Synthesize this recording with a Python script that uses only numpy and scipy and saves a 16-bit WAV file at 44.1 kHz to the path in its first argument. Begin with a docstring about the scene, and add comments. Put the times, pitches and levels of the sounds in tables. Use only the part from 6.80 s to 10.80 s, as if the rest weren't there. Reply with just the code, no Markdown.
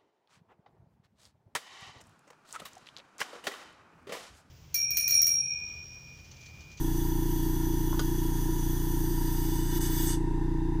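"""A medical suction machine runs in a clinic while an ear is cleaned. From the start its pump throbs
29 times a second, each stroke exciting housing and valve, while air hisses and whistles into the nozzle.
Just after 1.1 s an instrument knocks softly twice, then clicks once and rings briefly.
From about 2.2 s the flow is pinched and the nozzle's resonances change, so the hiss grows harsher.
Near 3.35 s the flow is blocked and the hiss stops at once, leaving the pump's hum."""
import sys
import numpy as np
from scipy import signal
from scipy.fft import rfft, irfft, next_fast_len
from scipy.io import wavfile
from scipy.ndimage import map_coordinates

SR = 44100
rng = np.random.default_rng(int(sys.argv[2]) if len(sys.argv) > 2 else 0)


def digitize_waveform(pressure):
    """Quantize a signal to 16-bit integers and store it at the path in sys.argv[1].

    Rows of a 2-D input are taken as channels; values are limited to [-1, 1].
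    """
    field = np.atleast_2d(pressure).T
    bounded = np.clip(field, -1, 1)
    quanta = np.round(bounded * 32767).astype(np.int16)
    wavfile.write(sys.argv[1], SR, quanta)


N = 176400

PUMP_HZ, MAINS_HZ, TOP_HZ = 29.156, 60, 15330
STROKE_S = 0.0119  # first pressure peak
INTAKE_LEAD_S, HOUSING_LEAD_S, VALVE_LEAD_S = 0.0136, 0.00382, 0.00071  # ahead of each pressure peak
THROB_DB, INTAKE_DB, VALVE_DB, CASING_DB = -28.5, -36.5, -50, -40
WHINE_ORDERS, WHINE_DB = (32, 33, 62), (-54.5, -52.5, -67)
HISS_SPLIT_HZ = (6120, 11170)  # borders of the low, middle and high bands
KNOCK_RISE_S, KNOCK_SCRAPE_DB = 0.0044, -16

# partials of the pressure wave: harmonic_number, relative_db
THROB_PARTIALS = [(1, 2.5), (2, -8.5), (3, -11.5), (4, -11.5)]
# response of the intake: frequency_hz, gain_db
INTAKE_RESPONSE = [(60, -26.5), (117, -32.5), (146, 2.5), (175, -7), (204, -8.5), (233, -17.5), (300, -63),
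                   (600, -81.5), (2000, -120)]
# response of the housing: frequency_hz, gain_db
HOUSING_RESPONSE = [(100, -48), (204, -58.5), (233, -11), (262, -4), (292, -4), (321, 4), (350, -2.5),
                    (379, -20.5), (408, -15), (440, -23.5), (520, -33), (620, -47), (1200, -120)]
# envelope of the housing's ring: time_s, level_db
HOUSING_LEVEL = [(0, -34), (1.2, -34), (1.6, -35.5), (2.7, -35), (3.4, -34), (4, -34)]
# response of the valve: frequency_hz, gain_db
VALVE_RESPONSE = [(400, -34.5), (660, -32.5), (700, -13), (760, -14.5), (816, 1.5), (875, -7.5), (950, 7.5),
                  (1000, 3), (1100, -21.5), (1740, -37), (1810, -4), (1900, -25.5), (2400, -48),
                  (8000, -100)]
# partials of the motor's hum: harmonic_number, level_db
HUM_PARTIALS = [(1, -58), (2, -57)]
# broad spectrum of the air in the casing: frequency_hz, gain_db
CASING_SLOPE = [(15, 23), (55, 19.5), (90, 12.5), (220, 6), (290, 6.5), (335, 27), (410, 8), (620, -16.5),
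                (800, 2), (930, 6.5), (1100, -11.5), (2400, -33), (5000, -27.5), (10000, -22.5),
                (15000, -28)]
# resonances of the casing: centre_hz, width_hz, boost_db
CASING_RESONANCES = [(1737, 600, 20.4), (2130, 350, 9.1), (2713, 520, 19.1), (3620, 610, 17.2),
                     (4800, 1300, 11.6), (6080, 410, 11), (7240, 640, 7.2)]
# broad spectrum of the hiss, open and pinched: frequency_hz, gain_db
OPEN_HISS_SLOPE = [(400, -29), (1100, -6.5), (2400, -12.5), (5000, -2), (10000, -8), (15000, 0)]
PINCHED_HISS_SLOPE = [(400, -52), (1100, 0.5), (2400, -8), (5000, -0.5), (10000, -2.5), (15000, 0)]
# resonances of the nozzle, open and pinched: centre_hz, width_hz, boost_db
OPEN_RESONANCES = [(1567, 1170, 13), (2980, 150, 13.5), (3423, 400, 14), (4730, 430, 7), (6000, 430, 12),
                   (6440, 320, 8), (7014, 99, 12.5), (8320, 220, 8.5), (9820, 860, 11.5), (11490, 660, 9.5),
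                   (12020, 200, 16.5), (12680, 450, 12.5), (13160, 280, 9), (13880, 300, 10),
                   (14650, 530, 12.5)]
PINCHED_RESONANCES = [(1770, 900, 18.3), (2927, 134, 15.8), (3530, 390, 17.3), (4750, 990, 12.3),
                      (6180, 950, 13.5), (8240, 950, 13.3), (9900, 650, 6.7), (11450, 640, 11.3),
                      (13140, 1200, 14.8), (15100, 650, 8.5)]
# pinched part of the hiss: time_s, power_share
PINCH_SHARE = [(0, 0.13), (1.7, 0), (2.2, 0.07), (2.6, 0.44), (2.95, 0.76), (3.15, 0.99)]
# envelopes of the three hiss bands: time_s, low_db, middle_db, high_db
HISS_LEVELS = [(0, -51.5, -50, -47), (1.1, -50.5, -50, -47.5), (1.801, -50.5, -48, -49.5),
               (2.0, -51, -49, -47), (2.6, -50, -50, -44.5), (2.9, -49, -48, -46.5),
               (2.982, -47, -49.5, -40.5), (2.994, -60, -51, -55), (3.003, -54, -55, -54),
               (3.009, -48.5, -43.5, -44), (3.06, -45.5, -43, -41), (3.1, -47.5, -47, -45),
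               (3.24, -47.5, -44.5, -38.5), (3.305, -44, -37.5, -51), (3.341, -45, -44.5, -48),
               (3.39, -68, -63, -76), (3.45, -79, -70, -84), (3.7, -74, -78, -78), (4, -88, -87, -100)]
# whistles in the nozzle: start_s, end_s, pitch_hz, half_width_hz, level_db
WHISTLE_TONES = [(0, 2.1, 6035, 22, -61), (0, 2.1, 3365, 25, -61), (1.95, 2.6, 9480, 70, -60),
                 (2.2, 2.9, 4810, 60, -60), (2.1, 2.9, 8480, 70, -59), (2.925, 2.985, 3520, 130, -49),
                 (3.12, 3.32, 13230, 260, -46), (3.11, 3.28, 14880, 280, -44), (3.17, 3.28, 3460, 160, -51),
                 (3.27, 3.335, 8500, 130, -42)]
# soft blows of the instrument: start_s, level_db
KNOCK_HITS = [(1.1255, -28), (1.142, -34)]
# hollow tone of a knock: pitch_hz, relative_db
KNOCK_PARTIALS = [(990, -2.5), (1440, -14)]
# spectrum of the scrape after a knock: frequency_hz, gain_db
SCRAPE_SPECTRUM = [(200, -26), (980, -3), (1500, -7), (4000, -56)]
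# sharp contact of the instrument: start_s, level_db
CLICK_HITS = [(1.1934, -28.5)]
# spectrum of the click: frequency_hz, gain_db
CLICK_SPECTRUM = [(450, 8.5), (750, -3.5), (1200, 5), (2050, -7), (2450, -18), (3000, 4), (3900, -0.5),
                  (5300, -7), (6400, 1.5), (8500, -20), (9800, -4), (11000, -30)]
# metallic modes of the instrument: pitch_hz, below_click_db, t60_s
RING_MODES = [(1476, 5.5, 0.11), (4860, 15.5, 0.22)]


def amp(db):
    """Decibels to amplitude ratio."""
    return 10 ** (np.asarray(db) / 20)


def unit(x):
    """Normalisation to rms 1."""
    return x / np.sqrt(np.mean(x ** 2) + 1e-20)


def along(points, hz):
    """Interpolation of a spectrum on a logarithmic frequency axis."""
    f, db = np.transpose(points)
    return np.interp(np.log(hz + 1), np.log(f + 1), db)


def curves(rows):
    """Piecewise linear envelopes, one for each column after the time."""
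    times, *columns = np.transpose(rows)
    return [np.interp(np.arange(N) / SR, times, column) for column in columns]


def wobble(rate):
    """Smooth random modulation, rate knots a second."""
    return map_coordinates(rng.standard_normal(int(N * rate / SR) + 4), [np.arange(N) * rate / SR])


def wavering(x):
    """Frequency modulation: the pitch drifts by about 0.3 percent."""
    return map_coordinates(x, [np.cumsum(1 + 0.003 * wobble(3))], order=5, mode="mirror")


def filtered(x, response):
    """Zero-phase filtering by a function of frequency."""
    size = next_fast_len(len(x) + SR // 2)
    return irfft(rfft(x, size) * response(np.fft.rfftfreq(size, 1 / SR)), size)[:len(x)]


def below(x, hz):
    """Steep low-pass."""
    return filtered(x, lambda f: 1 / (1 + (f / hz) ** 20))


def rung(x, spectrum):
    """Minimum-phase filtering: the ringing follows its excitation."""
    size = 32768
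    cepstrum = irfft(np.log(amp(along(spectrum, np.fft.rfftfreq(size, 1 / SR)))))
    cepstrum[1:size // 2] *= 2
    cepstrum[size // 2 + 1:] = 0
    return signal.fftconvolve(x, irfft(np.exp(rfft(cepstrum))))[:len(x)]


def air(slope, resonances):
    """Source and filter: flow noise of rms 1 with resonances standing on a slope."""
    def boost(f):
        return sum(db / (1 + (2 * (f - hz) / width) ** 2) for hz, width, db in resonances)
    return unit(filtered(rng.standard_normal(N), lambda f: amp(along(slope, f) + boost(f))))


def reflected(x, t60, wet_db):
    """Reverberation: near surfaces add a dense, exponentially decaying tail."""
    t = np.arange(SR // 3) / SR
    tail = rng.standard_normal(len(t)) * amp(-60 * t / t60) * (t > .002)
    wet = signal.fftconvolve(x, tail / np.linalg.norm(tail))[:len(x)]
    return (x + amp(wet_db) * wet) / np.hypot(1, amp(wet_db))


def strokes(lead_s, scatter_db, jitter_s=0.00003):
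    """Nearly periodic impulse train, one pulse a stroke, with a second of run-in."""
    k = np.arange(-int(PUMP_HZ) + 1, int(N / SR * PUMP_HZ) + 1)
    late, size = rng.standard_normal((len(k), 2)).T
    at = np.round((1 + STROKE_S - lead_s + k / PUMP_HZ + jitter_s * late) * SR).astype(int)
    return np.bincount(np.maximum(at, 0), amp(scatter_db * size), N + SR)[:N + SR]


def contacts(hits, spectrum, t60, tail_db, tail_t60):
    """Contact noise: each burst is the sum of a fast decay and a fainter, slow one."""
    out = np.zeros(N)
    for start, db in hits:
        t = np.arange(N) / SR - start
        age = np.maximum(t, 0)
        envelope = (t >= 0) * (amp(-60 * age / t60) + amp(tail_db - 60 * age / tail_t60))
        grit = rng.standard_normal(N)
        out += amp(db) * rung(envelope * grit, spectrum) / np.std(rung(grit, spectrum))
    return out


def throb(shaft_phase):
    """Periodic pumping makes a harmonic pressure wave; the tubing delays higher partials more."""
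    partials = (amp(db + 0.087 * wobble(7.26)) * np.cos(k * shaft_phase - 0.67 * (k - 1) ** 2)
                for k, db in THROB_PARTIALS)
    return amp(THROB_DB) * unit(sum(partials))


def intake():
    """Impulse excitation: each intake rings a low, booming resonance."""
    gulps = strokes(INTAKE_LEAD_S, scatter_db=0.45)
    return amp(INTAKE_DB) * unit(rung(gulps, INTAKE_RESPONSE)[SR:])


def housing():
    """Forced vibration: each exhaust stroke kicks the modes of the housing."""
    kicks = strokes(HOUSING_LEAD_S, scatter_db=1.04)
    return amp(curves(HOUSING_LEVEL)[0]) * unit(rung(kicks, HOUSING_RESPONSE)[SR:])


def valve():
    """Repeated impacts, each trailing noise, drive the valve's resonances into a buzz."""
    flaps = strokes(VALVE_LEAD_S, scatter_db=1.0)
    decay = signal.lfilter([1], [1, -np.exp(-1 / (SR * 0.058))], flaps)
    rasp = decay * rng.standard_normal(N + SR)
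    drive = unit(flaps) + 0.25 * unit(rasp)
    return amp(VALVE_DB) * unit(rung(drive, VALVE_RESPONSE)[SR:])


def whine(shaft_phase):
    """High harmonics of the shaft rate sing on, modulated in amplitude and phase."""
    out = np.zeros(N)
    for order, db in zip(WHINE_ORDERS, WHINE_DB):
        flutter_db = wobble(26.16)
        wander_rad = 0.69 * wobble(21.88)
        out += amp(db) * unit(amp(flutter_db) * np.sin(order * shaft_phase + wander_rad))
    return out


def motor_hum(t):
    """The motor vibrates at harmonics of the mains frequency."""
    return sum(amp(db) * np.sqrt(2) * np.sin(2 * np.pi * (k * MAINS_HZ * t + rng.random()))
               for k, db in HUM_PARTIALS)


def casing_air(t):
    """Flow noise resonates in the casing; the strokes modulate the amplitude of its low band."""
    rush = air(CASING_SLOPE, CASING_RESONANCES)
    low = below(rush, 2400)
    puff_db = -2 * np.cos(2 * np.pi * PUMP_HZ * (t - STROKE_S - 0.005))
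    return amp(CASING_DB) * (low * amp(puff_db) + rush - low)


def nozzle_hiss():
    """Turbulence excites the nozzle's resonances; pinching recolours the hiss and blocking ends it."""
    pinch = np.clip(curves(PINCH_SHARE)[0], 0, 1)
    free = reflected(air(OPEN_HISS_SLOPE, OPEN_RESONANCES), t60=0.092, wet_db=0.5)
    tight = reflected(air(PINCHED_HISS_SLOPE, PINCHED_RESONANCES), t60=0.031, wet_db=-4.5)
    jet = wavering(np.sqrt(1 - pinch) * free + np.sqrt(pinch) * tight)
    low, low_and_middle = (below(jet, hz) for hz in HISS_SPLIT_HZ)
    bands = low, low_and_middle - low, jet - low_and_middle
    hiss = sum(amp(db) * unit(band) for db, band in zip(curves(HISS_LEVELS), bands))
    return hiss * amp(0.61 * wobble(11.82))


def whistles(t):
    """Sharp resonance: the flow sings in the nozzle as narrow bands of noise."""
    out = np.zeros(N)
    for start, end, hz, half_width, db in WHISTLE_TONES:
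        tone = unit(filtered(rng.standard_normal(N), lambda f: 1 / (1 + ((f - hz) / half_width) ** 2)))
        fade = np.clip(np.minimum(t - start, end - t) / 0.032 + .5, 0, 1)  # 32 ms ramps
        out += amp(db) * wavering(tone) * fade
    return out


def knocks(t):
    """Heavy damping leaves each soft blow a few cycles of hollow tone, then a faint scrape."""
    out = np.zeros(N)
    for start, db in KNOCK_HITS:
        rise = np.maximum(t - start, 0) / KNOCK_RISE_S
        swell = rise ** 2 * np.exp(1 - rise ** 2)
        tone = sum(amp(db + level) * np.sin(2 * np.pi * hz * (t - start)) for hz, level in KNOCK_PARTIALS)
        out += swell * tone
    scrape = contacts(KNOCK_HITS, SCRAPE_SPECTRUM, t60=0.018, tail_db=-2.5, tail_t60=0.24)
    return out + amp(KNOCK_SCRAPE_DB) * scrape


def click(t):
    """A sharp contact gives a broadband burst, and the metal's modes ring on in free decay."""
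    out = contacts(CLICK_HITS, CLICK_SPECTRUM, t60=0.035, tail_db=-9.0, tail_t60=0.18)
    for start, db in CLICK_HITS:
        age = np.maximum(t - start, 0)
        for hz, drop_db, t60 in RING_MODES:
            out += amp(db - drop_db - 60 * age / t60) * np.sin(2 * np.pi * hz * age)
    return out


def scene():
    """Superposition of the machine, the nozzle and the instrument's contacts."""
    t = np.arange(N) / SR
    shaft_phase = 2 * np.pi * PUMP_HZ * (t - STROKE_S)
    pump = throb(shaft_phase) + intake() + housing() + valve()
    machine = pump + whine(shaft_phase) + motor_hum(t) + casing_air(t)
    return (machine + nozzle_hiss() + whistles(t) + knocks(t) + click(t))[None]


def record(dry):
    """Band limiting: an ideal low-pass removes everything above TOP_HZ."""
    return filtered(dry[0], lambda hz: hz < TOP_HZ)[None]


dry = scene()
out = record(dry)
digitize_waveform(out)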